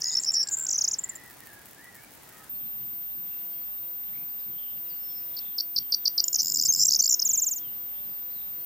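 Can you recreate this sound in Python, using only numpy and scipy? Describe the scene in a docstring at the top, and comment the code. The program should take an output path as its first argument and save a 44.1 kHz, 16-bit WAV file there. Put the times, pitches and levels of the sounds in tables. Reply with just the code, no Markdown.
"""A jangle of glides, buzzes and high chinks, over faint crackle, ends one corn bunting song. After a cut
to another bush it sings a whole one: ticks, a jumble, a rattle. The two sides of its syrinx are separate
oscillators, rapidly modulated in frequency; foliage scatters their sound. Other birds sing far off in
the hush of open country. A camera's electronics crackle at the first bush; at the second they whine
very high, and wind rumbles in puffs."""
import sys
import numpy as np
from scipy import signal
from scipy.fft import rfft, irfft, next_fast_len
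from scipy.io import wavfile
from scipy.ndimage import uniform_filter1d

SR = 44100
rng = np.random.default_rng(int(sys.argv[2]) if len(sys.argv) > 2 else 0)


def generate_wav(signal):
    """Clip the signal to [-1, 1] and save it as 16-bit WAV at the path in sys.argv[1]."""
    frames = np.transpose(np.atleast_2d(signal))
    scaled = np.clip(frames, -1, 1) * 32767
    pcm = np.round(scaled).astype(np.int16)
    wavfile.write(sys.argv[1], SR, pcm)


N = 381465
T = np.arange(N) / SR
CUT_S = 2.494  # from the first bush to the second


def undb(db):
    """Amplitude ratio of a level; all levels below are relative, ahead of filtering and mixing."""
    return 10 ** (np.asarray(db) / 20)


def unit(x):
    """Normalisation to rms 1."""
    return x / np.sqrt(np.mean(x ** 2))


def add(out, start_s, x):
    """Superposition: x joins out at start_s."""
    i = max(int(start_s * SR), 0)
    out[i:i + len(x)] += x[:max(N - i, 0)]


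def walk(rate_hz, size=N):
    """Low-pass noise: a smooth random wander with a spread near 1."""
    k = int(SR / rate_hz)
    steps = np.repeat(rng.standard_normal(size // k + 1), k)
    return 1.73 * uniform_filter1d(uniform_filter1d(steps, k), k)[:size]


def colour(x, points):
    """Zero-phase filtering by a curve of (f/Hz, gain/dB) points."""
    hz, db = np.transpose(points)
    size = next_fast_len(N)
    f = np.maximum(np.fft.rfftfreq(size, 1 / SR), 1)
    gain = undb(np.interp(np.log(f), np.log(hz), db))
    return irfft(rfft(x, size) * gain, size)[..., :N]


def noise_pair(spectrum):
    """Spectral shaping of two uncorrelated noises."""
    return unit(colour(rng.standard_normal((2, N)), spectrum))


def mid_side(pair, width):
    """Sum and difference of two signals give left and right."""
    return pair[0] + width * pair[1] * np.array([[1], [-1]])


def progress(length):
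    """Normalised time u, from 0 to 1 over a length in seconds."""
    return np.linspace(0, 1, max(int(length * SR), 16))


def arch(u, hold=2.2):
    """Pressure envelope: a saturated half sine, flatter on top with more hold."""
    return np.tanh(hold * np.abs(np.sin(np.pi * u)))


# Spectrum of the open air at each bush: f/Hz, level/dB
FIRST_AIR = [(15, -45), (25, -13), (119, -0.5), (173, -2), (349, -3.5), (509, -8), (804, -4.5), (1110, -9),
             (1750, -4), (3630, -6.5), (15500, -10)]
SECOND_AIR = [(15, -74), (25, -42), (49, -8), (180, 1.5), (415, -12.5), (538, -11), (1640, -18),
              (2770, -17.5), (5300, -20.5), (12500, -22), (16200, -54), (22000, -120)]


def air(spectrum, db, side):
    """Ambient noise, swelling a little; the curve side (f/Hz, gain/dB) decorrelates the channels."""
    mid, other = noise_pair(spectrum)
    return mid_side([mid, colour(other, side)], 1) * undb(db + .5 * walk(5.27))


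# Spectrum of a distant hum: f/Hz, level/dB
DRONE_SPECTRUM = [(470, -35), (540, 0), (600, -22), (720, -20), (830, -3), (950, -9), (1200, -35)]


def drone(db=-72):
    """Narrow-band noise: two soft bands hum far away."""
    return undb(db) * mid_side(noise_pair(DRONE_SPECTRUM), .8)


# Puffs of wind: centre t/s, duration/s, level/dB
WIND_PUFFS = [(2.7, 0.57, -58.5), (2.883, 0.12, -59), (3.22, 0.15, -59), (4.204, 0.1, -62.5),
              (4.518, 0.13, -57), (4.76, 0.094, -59), (5.8, 0.11, -56.5), (6.702, 0.72, -55.5),
              (7.37, .14, -62), (7.67, 0.22, -61), (8.08, .12, -57.5)]


def gusts():
    """Flow noise: puffs of wind rumble around the camera."""
    strength = np.zeros(N)
    for centre, length, db in WIND_PUFFS:
        add(strength, centre - length / 2, undb(db) * arch(progress(length)))
    rumble = noise_pair([(40, -48), (120, -0.5), (250, -4.5), (450, -19), (1500, -49)])
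    return mid_side(rumble, 0.14) * strength * undb(0.5 + 1.5 * walk(30))


def crackle(rate_hz=260, db=-52.0):
    """Impulse noise: bright electronic clicks, a Poisson process whose wandering rate forms clusters."""
    fires = rng.random(N) < rate_hz * undb(4 * walk(60)) / SR
    clicks = fires * rng.choice([-1, 1], N) * undb(4.9 * rng.standard_normal(N))
    return undb(db) * unit(colour(clicks, [(1000, -3.5), (5000, -7.5), (12000, 2), (15500, 5)]))


# Pitch of the electronic whine: t/s, f/Hz
WHINE_PITCH = [(2.5, 14589), (3.32, 14560), (8.65, 14565)]


def whine(db=-35, wander_hz=13):
    """Frequency drift: a thin, slightly unsteady pure tone from the camera."""
    hz = np.interp(T, *np.transpose(WHINE_PITCH)) + wander_hz * walk(14)
    return undb(db) * unit(np.sin(2 * np.pi * np.cumsum(hz) / SR))


def scatter(x, t60_s, build_s):
    """Multiple scattering by leaves and ground: an exponentially decaying tail for each channel."""
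    t = T[:SR]
    tail = rng.standard_normal((2, SR)) * undb(-60 * t / t60_s) * (1 - np.exp(-t / build_s))
    tail /= np.sqrt(np.sum(tail ** 2, axis=1, keepdims=True))
    return signal.fftconvolve(x[None], tail, axes=1)[:, :N]


def syrinx(hz, waver=0.0083, waver_hz=900):
    """Self-sustained oscillation of one membrane: a sine with random frequency jitter."""
    unsteady_hz = hz * (1 + waver * walk(waver_hz, size=len(hz)))
    return np.sin(2 * np.pi * np.cumsum(unsteady_hz) / SR)


def glide(length, db, start_hz, mid_hz, end_hz, hold=1.7, **jitter):
    """Frequency sweep: a whistle swells and fades along a parabola through three pitches."""
    u = progress(length)
    hz = start_hz + (end_hz - start_hz) * u + 2 * (2 * mid_hz - start_hz - end_hz) * u * (1 - u)
    envelope = arch(u, hold) / np.tanh(hold)
    return undb(db) * envelope * syrinx(hz, **jitter)


def far_notes(notes, waver, waver_hz, flutter_db):
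    """Amplitude modulation: distant whistles flutter at random; trills also pulse and are hoarser."""
    out = np.zeros(N)
    for start, length, db, start_hz, mid_hz, end_hz, *trill in notes:
        pulse_hz = trill[0] if trill else 0
        hoarse = 0.0364 * (pulse_hz > 10)
        note = glide(length, db, start_hz, mid_hz, end_hz, waver=waver + hoarse, waver_hz=waver_hz)
        add(out, start, note * np.cos(np.pi * pulse_hz * length * progress(length)) ** 2)
    return out * undb(flutter_db * walk(70))


def chatter(count=220, db=-70, low_hz=2600, high_hz=5000):
    """Uniform random distribution: rows of short notes for the farthest birds, after the cut."""
    rows = []
    for when, length, loud, pitch, bend in rng.random((count, 5)):
        start = CUT_S + when * (N / SR - CUT_S)
        hz = low_hz + pitch * (high_hz - low_hz)
        slope = 0.248 * (bend - .5)
        contour = hz * (1 + slope), hz, hz * (1 - slope)
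        rows.append((start, 0.0194 + .05 * length, db + 6 * (loud - .5), *contour))
    return rows


# Thin whistles and trills: t/s, duration/s, level/dB, start f/Hz, middle f/Hz, end f/Hz, pulse rate/Hz
FIELD_NOTES = [(.09, .06, -49.5, 4600, 3600, 4800, 0), (.16, .055, -47.5, 4440, 4570, 4040, 0),
               (3.25, .17, -66, 2740, 2700, 2720, 0), (3.48, .09, -61, 4800, 4650, 4300, 60),
               (4.12, 0.12, -55.5, 1995, 2300, 2500, 54), (4.38, 0.092, -56.5, 5450, 4260, 3580, 66),
               (4.49, 0.27, -54.5, 3140, 3100, 3140, 139.5), (4.88, 0.061, -54, 5400, 4700, 4380, -2),
               (4.99, 0.23, -55.5, 5290, 5330, 5330, 0), (5.28, 0.26, -54.5, 3520, 3620, 3240, 28.5),
               (5.78, .11, -60, 3500, 3250, 3350, 45), (5.98, .14, -61, 3620, 3170, 2740, 49),
               (7.25, 0.135, -55, 3900, 2960, 2260, 50), (7.6, .12, -56.5, 3620, 3090, 2700, 2),
               (7.93, 0.088, -57, 3200, 3500, 3670, 71), (8.06, 0.085, -59, 4940, 4760, 4950, 52),
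               (8.3, 0.15, -55, 4800, 3980, 4100, 68)]


def field_birds():
    """Direct and diffuse sound: from far birds the scattered part is almost as strong as the direct."""
    direct = far_notes(FIELD_NOTES + chatter(), waver=0.0036, waver_hz=360, flutter_db=2.5)
    return undb(1.5) * direct + undb(-2.5) * scatter(direct, t60_s=0.56, build_s=0.0079)


# Mellow phrases: t/s, duration/s, level/dB, start f/Hz, middle f/Hz, end f/Hz
WARBLE_NOTES = [(0, .25, -55.5, 1800, 2000, 1810), (.3, .42, -55, 1945, 1600, 1513),
                (1, .15, -52.5, 1800, 2030, 1830), (1.12, 0.21, -53.5, 1650, 1960, 1620),
                (1.38, .26, -54.5, 1950, 1713, 1600), (1.75, 0.29, -53, 1550, 1960, 1450),
                (1.92, 0.18, -59.5, 2100, 2257, 2427), (2.23, 0.24, -63, 1300, 1296, 1257),
                (2.26, 0.21, -61, 1750, 1870, 1610)]


def far_songbird():
    """Frequency jitter makes a low, distant warble quaver; scattering blurs it."""
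    direct = far_notes(WARBLE_NOTES, waver=0.021, waver_hz=230, flutter_db=2.0)
    return direct + undb(-2.5) * mid_side(scatter(direct, t60_s=0.24, build_s=0.0047), 0.12)


# Opening ticks: t/s, level/dB, frequency ratio
OPENING_TICKS = [(5.366, -28.5, 0.96), (5.582, -17.5, 0.98), (5.761, -14.5, .98), (5.921, -13, 0.99),
                 (6.054, -12.5, 1.008), (6.178, -12, 1.015)]
# Glides within a tick: delay/s, duration/s, level/dB, start f/Hz, middle f/Hz, end f/Hz
TICK_GLIDES = [(0, 0.0086, -2.5, 5910, 4920, 4300), (.007, 0.0051, -5, 4220, 4500, 5000),
               (0.015, 0.00136, -9.5, 4420, 4800, 5300), (.018, 0.0032, -4, 4500, 4660, 5630),
               (.022, .007, -2.5, 4600, 4750, 4400), (0.023, 0.0048, -2, 5600, 5680, 5730)]


def ticks():
    """Temporal fusion: a quick cluster of glides is heard as one tick."""
    out = np.zeros(N)
    for start, db, ratio in OPENING_TICKS:
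        for delay, length, part_db, *pitch in TICK_GLIDES:
            add(out, start + delay, glide(length, db + part_db, *ratio * np.array(pitch)))
    return out


def syllable(length, shape, db, ratio):
    """Time scaling and transposition of a shape, which holds one glide per sounding syrinx side."""
    out = np.zeros(int(1.3 * length * SR) + 16)
    for onset, share, side_db, *pitch in shape:
        add(out, onset * length, glide(share * length, db + side_db, *ratio * np.array(pitch)))
    return out


def runs(shape, rows, swell_db=0, sag=0):
    """Periodic repetition: each note gains swell_db and sinks in pitch by the fraction sag."""
    out = np.zeros(N)
    for start, length, db, ratio, notes, period in rows:
        for k in range(round(notes)):
            add(out, start + k * period, syllable(length, shape, db + k * swell_db, ratio * (1 - k * sag)))
    return out


# Syllable shapes: onset and duration as fractions, level/dB, start f/Hz, middle f/Hz, end f/Hz
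DOWNSWEEP = [(0, 1, 0, 7450, 6350, 4700)]
UPSWEEP = [(0, 0.98, 0, 4540, 6560, 7200)]
HOOK = [(0, 1, 0, 7000, 5350, 5150)]  # drops, then levels out
LOW_ARCH = [(0.00048, 0.97, 0, 4750, 5780, 4700)]
SCOOP = [(0.0028, 1, 0, 5100, 4700, 6750)]  # dips, then rises
LOW_NOTE = [(0.00045, 0.99, 0, 5200, 5380, 5500)]
HIGH_CHIP = [(0, 1, 0, 7000, 7400, 7610)]
SLUR = [(0, 1, 0, 5950, 6520, 5950)]
# Runs of each shape: t/s, note duration/s, level/dB, frequency ratio, note count, period/s
DOWNSWEEP_RUNS = [(.684, .014, -20, 1.05, 3, .0198), (.778, .017, -18, .98, 3, .0302),
                  (.9303, .0172, -20.5, .98, 1, 0), (6.3416, .0095, -15.5, 0.98, 2, .0138),
                  (6.852, .0087, -13.5, 1.02, 1, 0)]
UPSWEEP_RUNS = [(.235, .0035, -20, 1.03, 1, 0), (.4715, .004, -31, .8, 1, 0),
                (.486, .0035, -26, 0.84, 1, 0), (.666, 0.0067, -22, 0.99, 1, 0),
                (.876, .016, -17.5, 1.004, 1, 0), (.9106, .014, -22, 1.02, 1, 0),
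                (6.9075, 0.0044, -13.5, .99, 4, .0145), (7.2175, .004, -25, .85, 1, 0)]
HOOK_RUNS = [(0.0183, 0.0048, -18.5, 0.99, 2, .023), (0.168, 0.0082, -23.5, 1.14, 1, 0),
             (6.546, 0.0052, -19, 1.04, 1, 0), (6.597, .0053, -13, 0.99, 1, 0),
             (6.6342, 0.0068, -17.5, 1.01, 1, 0), (6.7468, .0068, -17, 1.04, 1, 0),
             (6.9586, .0096, -14.5, 1.038, 1, 0), (7.039, .0055, -16.5, 0.98, 2, .018),
             (7.219, .013, -16, 0.98, 1, 0)]
LOW_ARCH_RUNS = [(.3383, 0.013, -19.5, 1, 3, .0127), (.4263, .015, -21, .97, 1, 0),
                 (0.7423, .012, -21, 1.08, 2, 0.013), (6.902, .005, -22, .82, 1, 0),
                 (6.917, .0075, -15.5, .93, 3, .0142), (7.076, 0.0069, -17, 0.94, 1, 0)]
SCOOP_RUNS = [(7.018, 0.0099, -26.5, .98, 3, .017), (7.1932, .0098, -17, 1.133, 1, 0)]
LOW_NOTE_RUNS = [(0.057, .005, -22, .96, 4, .0131), (.1508, .009, -16, 1.014, 1, 0),
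                 (.1684, .0115, -18, .99, 2, .0128), (.2834, .014, -16, 1, 1, 0),
                 (0.302, .0094, -18.5, 1.01, 1, 0), (0.377, .011, -19, 1.01, 1, 0),
                 (6.669, .003, -24, .95, 4, .004)]
HIGH_CHIP_RUNS = [(.052, .0085, -24, .92, 5, .0126), (.196, .011, -23.5, 0.99, 1, 0),
                  (.3172, .0063, -27, 1, 1, 0), (.4278, .0097, -26.5, 1.01, 1, 0),
                  (.471, .009, -28, 1, 1, 0), (.4865, .0078, -24, 1, 1, 0),
                  (.5688, 0.009, -23.7, 1, 7, .0131), (6.666, .0042, -16.5, 1, 1, 0),
                  (6.8467, 0.014, -18, 1, 1, 0), (6.866, .0081, -15, 1.003, 1, 0),
                  (7.024, .006, -14.5, .97, 3, .0193)]
SLUR_RUNS = [(6.683, .034, -13.5, 1, 1, 0)]


def one_voice_jumble():
    """Unilateral phonation: each jangling syllable is a fast sweep from one side of the syrinx."""
    return (runs(DOWNSWEEP, DOWNSWEEP_RUNS, swell_db=0.5)
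            + runs(UPSWEEP, UPSWEEP_RUNS, swell_db=-1.2)
            + runs(HOOK, HOOK_RUNS)
            + runs(LOW_ARCH, LOW_ARCH_RUNS, swell_db=1.2, sag=0.0082)
            + runs(SCOOP, SCOOP_RUNS, swell_db=1.5)
            + runs(LOW_NOTE, LOW_NOTE_RUNS)
            + runs(HIGH_CHIP, HIGH_CHIP_RUNS)
            + runs(SLUR, SLUR_RUNS))


# Shapes, a row per side: onset and duration as fractions, level/dB, start f/Hz, middle f/Hz, end f/Hz
PIP = [(0, 1, 0.27, 6650, 7150, 7650), (0, 1, -2, 5120, 5180, 4950)]
CLINK = [(0, 1, 0, 7760, 6860, 7320), (0, .65, -5, 5600, 5400, 4850)]
TWIN_RISE = [(0, 0.67, -2, 6850, 7370, 6950), (.04, 1, 0, 5050, 5430, 6400)]
TWIN_FALL = [(0, 1, 0, 7270, 7230, 5600), (.3, .65, -4, 6370, 5620, 5900)]
# Runs of each shape: t/s, note duration/s, level/dB, frequency ratio, note count, period/s
PIP_RUNS = [(0.115, 0.0044, -27, .98, 5, 0.0063), (.245, .0074, -24, 1, 1, 0),
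            (6.4183, .004, -21.5, 0.99, 2, 0.012), (6.446, .004, -22, 0.99, 4, .0117),
            (6.4903, 0.0022, -28, 1, 2, .004), (6.499, .004, -18.5, 1, 2, 0.021),
            (6.511, .0025, -29, 1, 2, .0055), (6.558, .0052, -18, 1, 2, .0122),
            (6.612, .005, -18, 0.99, 2, 0.0108), (6.723, .0065, -18, 1, 2, 0.013),
            (6.7595, .0061, -19.5, 1, 1, 0), (6.771, 0.0032, -26, 1, 5, 0.0045)]
CLINK_RUNS = [(6.2396, .0054, -15, 1, 2, .0413), (6.329, .0069, -19, 0.99, 1, 0)]
TWIN_RISE_RUNS = [(6.7936, 0.008, -16, 1, 5, .0095)]
TWIN_FALL_RUNS = [(7.0894, .013, -15.5, 1.011, 4, .0157)]


def two_voice_jumble():
    """Biphonation: both sides of the syrinx sound at once, at unrelated frequencies."""
    return (runs(PIP, PIP_RUNS, swell_db=0.9)
            + runs(CLINK, CLINK_RUNS)
            + runs(TWIN_RISE, TWIN_RISE_RUNS, swell_db=.8)
            + runs(TWIN_FALL, TWIN_FALL_RUNS, swell_db=0.36, sag=.025))


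# Buzzes: t/s, duration/s, level/dB, carrier f/Hz, deviation/Hz, modulation f/Hz
BUZZ_NOTES = [(0.0035, 0.0179, -31, 6200, 1030, 366), (.03, .013, -27, 6500, 800, 364),
              (0.211, 0.0246, -28.5, 7150, 500, 350), (0.255, 0.035, -20, 5450, 210, 214),
              (0.3277, 0.0218, -20.5, 7180, 210, 390), (0.378, 0.048, -16, 5430, 140, 327),
              (0.506, 0.049, -19, 7100, 308, 397), (6.3806, 0.034, -14, 5560, 604, 424),
              (6.537, 0.0132, -16.5, 7070, 430, 500), (6.5795, 0.018, -20, 5380, 560, 352),
              (6.6477, 0.017, -15.5, 7150, 262, 450), (6.65, 0.015, -15, 5420, 408, 450),
              (6.8778, 0.017, -10.5, 5790, 260, 525), (6.9868, 0.025, -10, 6040, 425, 495)]


def buzzes(throb=.33, rise_hz=80, swell_power=.6):
    """Frequency modulation: very fast vibrato gives swelling notes sidebands; airflow pulses in step."""
    out = np.zeros(N)
    for start, length, db, hz, swing_hz, vibrato_hz in BUZZ_NOTES:
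        u = progress(length)
        phase = 2 * np.pi * vibrato_hz * length * u
        tone = syrinx(hz + rise_hz * (u - .5) + swing_hz * np.sin(phase))
        envelope = arch(u) * u ** swell_power * (1 + throb * np.cos(phase))
        add(out, start, undb(db) * envelope * tone)
    return out


def closing_series(first_s, last_s, length, db, count, slowing=.12, fade_db=12, fade_notes=1.08):
    """Deceleration and decay: notes (t/s, duration/s, level/dB) spread out and the last ones fade."""
    u = np.linspace(0, 1, count)
    times = first_s + (last_s - first_s) * (u - slowing * u * (1 - u))
    levels = db - fade_db * np.exp(-np.arange(count)[::-1] / fade_notes)
    return [(start, length, note_db) for start, note_db in zip(times, levels)]


# Close of the first song: first t/s, last t/s, note duration/s, level/dB
CHINK_SERIES = (.9848, 1.1516, .0145, -20.8)
# One chink: onset and duration as fractions, level/dB, start f/Hz, middle f/Hz, end f/Hz
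CHINK = [(0, 0.95, 0, 8100, 7200, 7600)]


def chinks():
    """Tone bursts: high notes that each dip in frequency and partly recover."""
    out = np.zeros(N)
    for start, length, db in closing_series(*CHINK_SERIES, count=4):
        add(out, start, syllable(length, CHINK, db, 1))
    return out


# Close of the second song: first t/s, last t/s, note duration/s, level/dB
RATTLE_SERIES = (7.248, 7.557, 0.0339, -16.6)
# Contour of one rattle note: fraction of its duration, f/Hz, level/dB
RATTLE_CONTOUR = [(0, 8000, -29), (.13, 7440, -0.5), (.3, 7070, 1), (.6, 6620, -3), (.8, 6250, -4.5),
                  (.92, 5530, -6.5), (1, 4800, -28)]


def rattle():
    """A chirp train: falling sweeps in quick succession are heard as a rattle."""
    out = np.zeros(N)
    share, contour_hz, contour_db = np.transpose(RATTLE_CONTOUR)
    for start, length, db in closing_series(*RATTLE_SERIES, count=8):
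        u = progress(length)
        envelope = undb(db + np.interp(u, share, contour_db))
        add(out, start, envelope * syrinx(np.interp(u, share, contour_hz)))
    return out


def bunting(overtone_db=-25):
    """Source and filter: the throat weakens the lows; nonlinear airflow adds octaves and sum tones."""
    source = ticks() + one_voice_jumble() + two_voice_jumble() + buzzes() + chinks() + rattle()
    voice = colour(source, [(3300, -8.5), (4400, 0), (7900, -1), (9200, 4)])
    overtones = colour(np.abs(voice), [(5000, -74), (8500, 2.5), (13000, 2), (16000, 2)])
    return voice + undb(overtone_db) * overtones


def scene():
    """Superposition: the bunting in each bush's own surroundings, with field birds across the cut."""
    song = undb(-0.4) * bunting()
    distant = field_birds()

    first = song + undb(-12.5) * mid_side(scatter(song, t60_s=0.082, build_s=0.0011), 0.024)
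    first += far_songbird()
    hush = air(FIRST_AIR, -50.5, side=[(60, -18), (300, -1.5), (1000, -4), (12000, 0.5)])
    first += colour(hush, [(1100, 3), (1800, 0), (3000, -6), (10000, -4)]) + crackle()

    second = song + undb(-18) * mid_side(scatter(song, t60_s=.15, build_s=0.0011), 0.036)
    hush = air(SECOND_AIR, -55, side=[(60, -26), (200, -2.5), (500, 2), (12000, -0.5)])
    second += colour(hush, [(60, -1.5), (160, -6.5), (500, 0.5)]) + gusts() + drone() + whine()

    crossfade = np.clip((T - CUT_S) / 0.0028, 0, 1)
    return (1 - crossfade) * first + crossfade * second + distant


def record(dry):
    """Band limiting: a steep low-pass removes the top; the left channel is a touch louder."""
    lowpass = signal.ellip(10, .1, 80, 15900, fs=SR, output="sos")
    return signal.sosfilt(lowpass, dry * undb([[.2], [-.2]]))


dry = scene()
out = record(dry)
generate_wav(out)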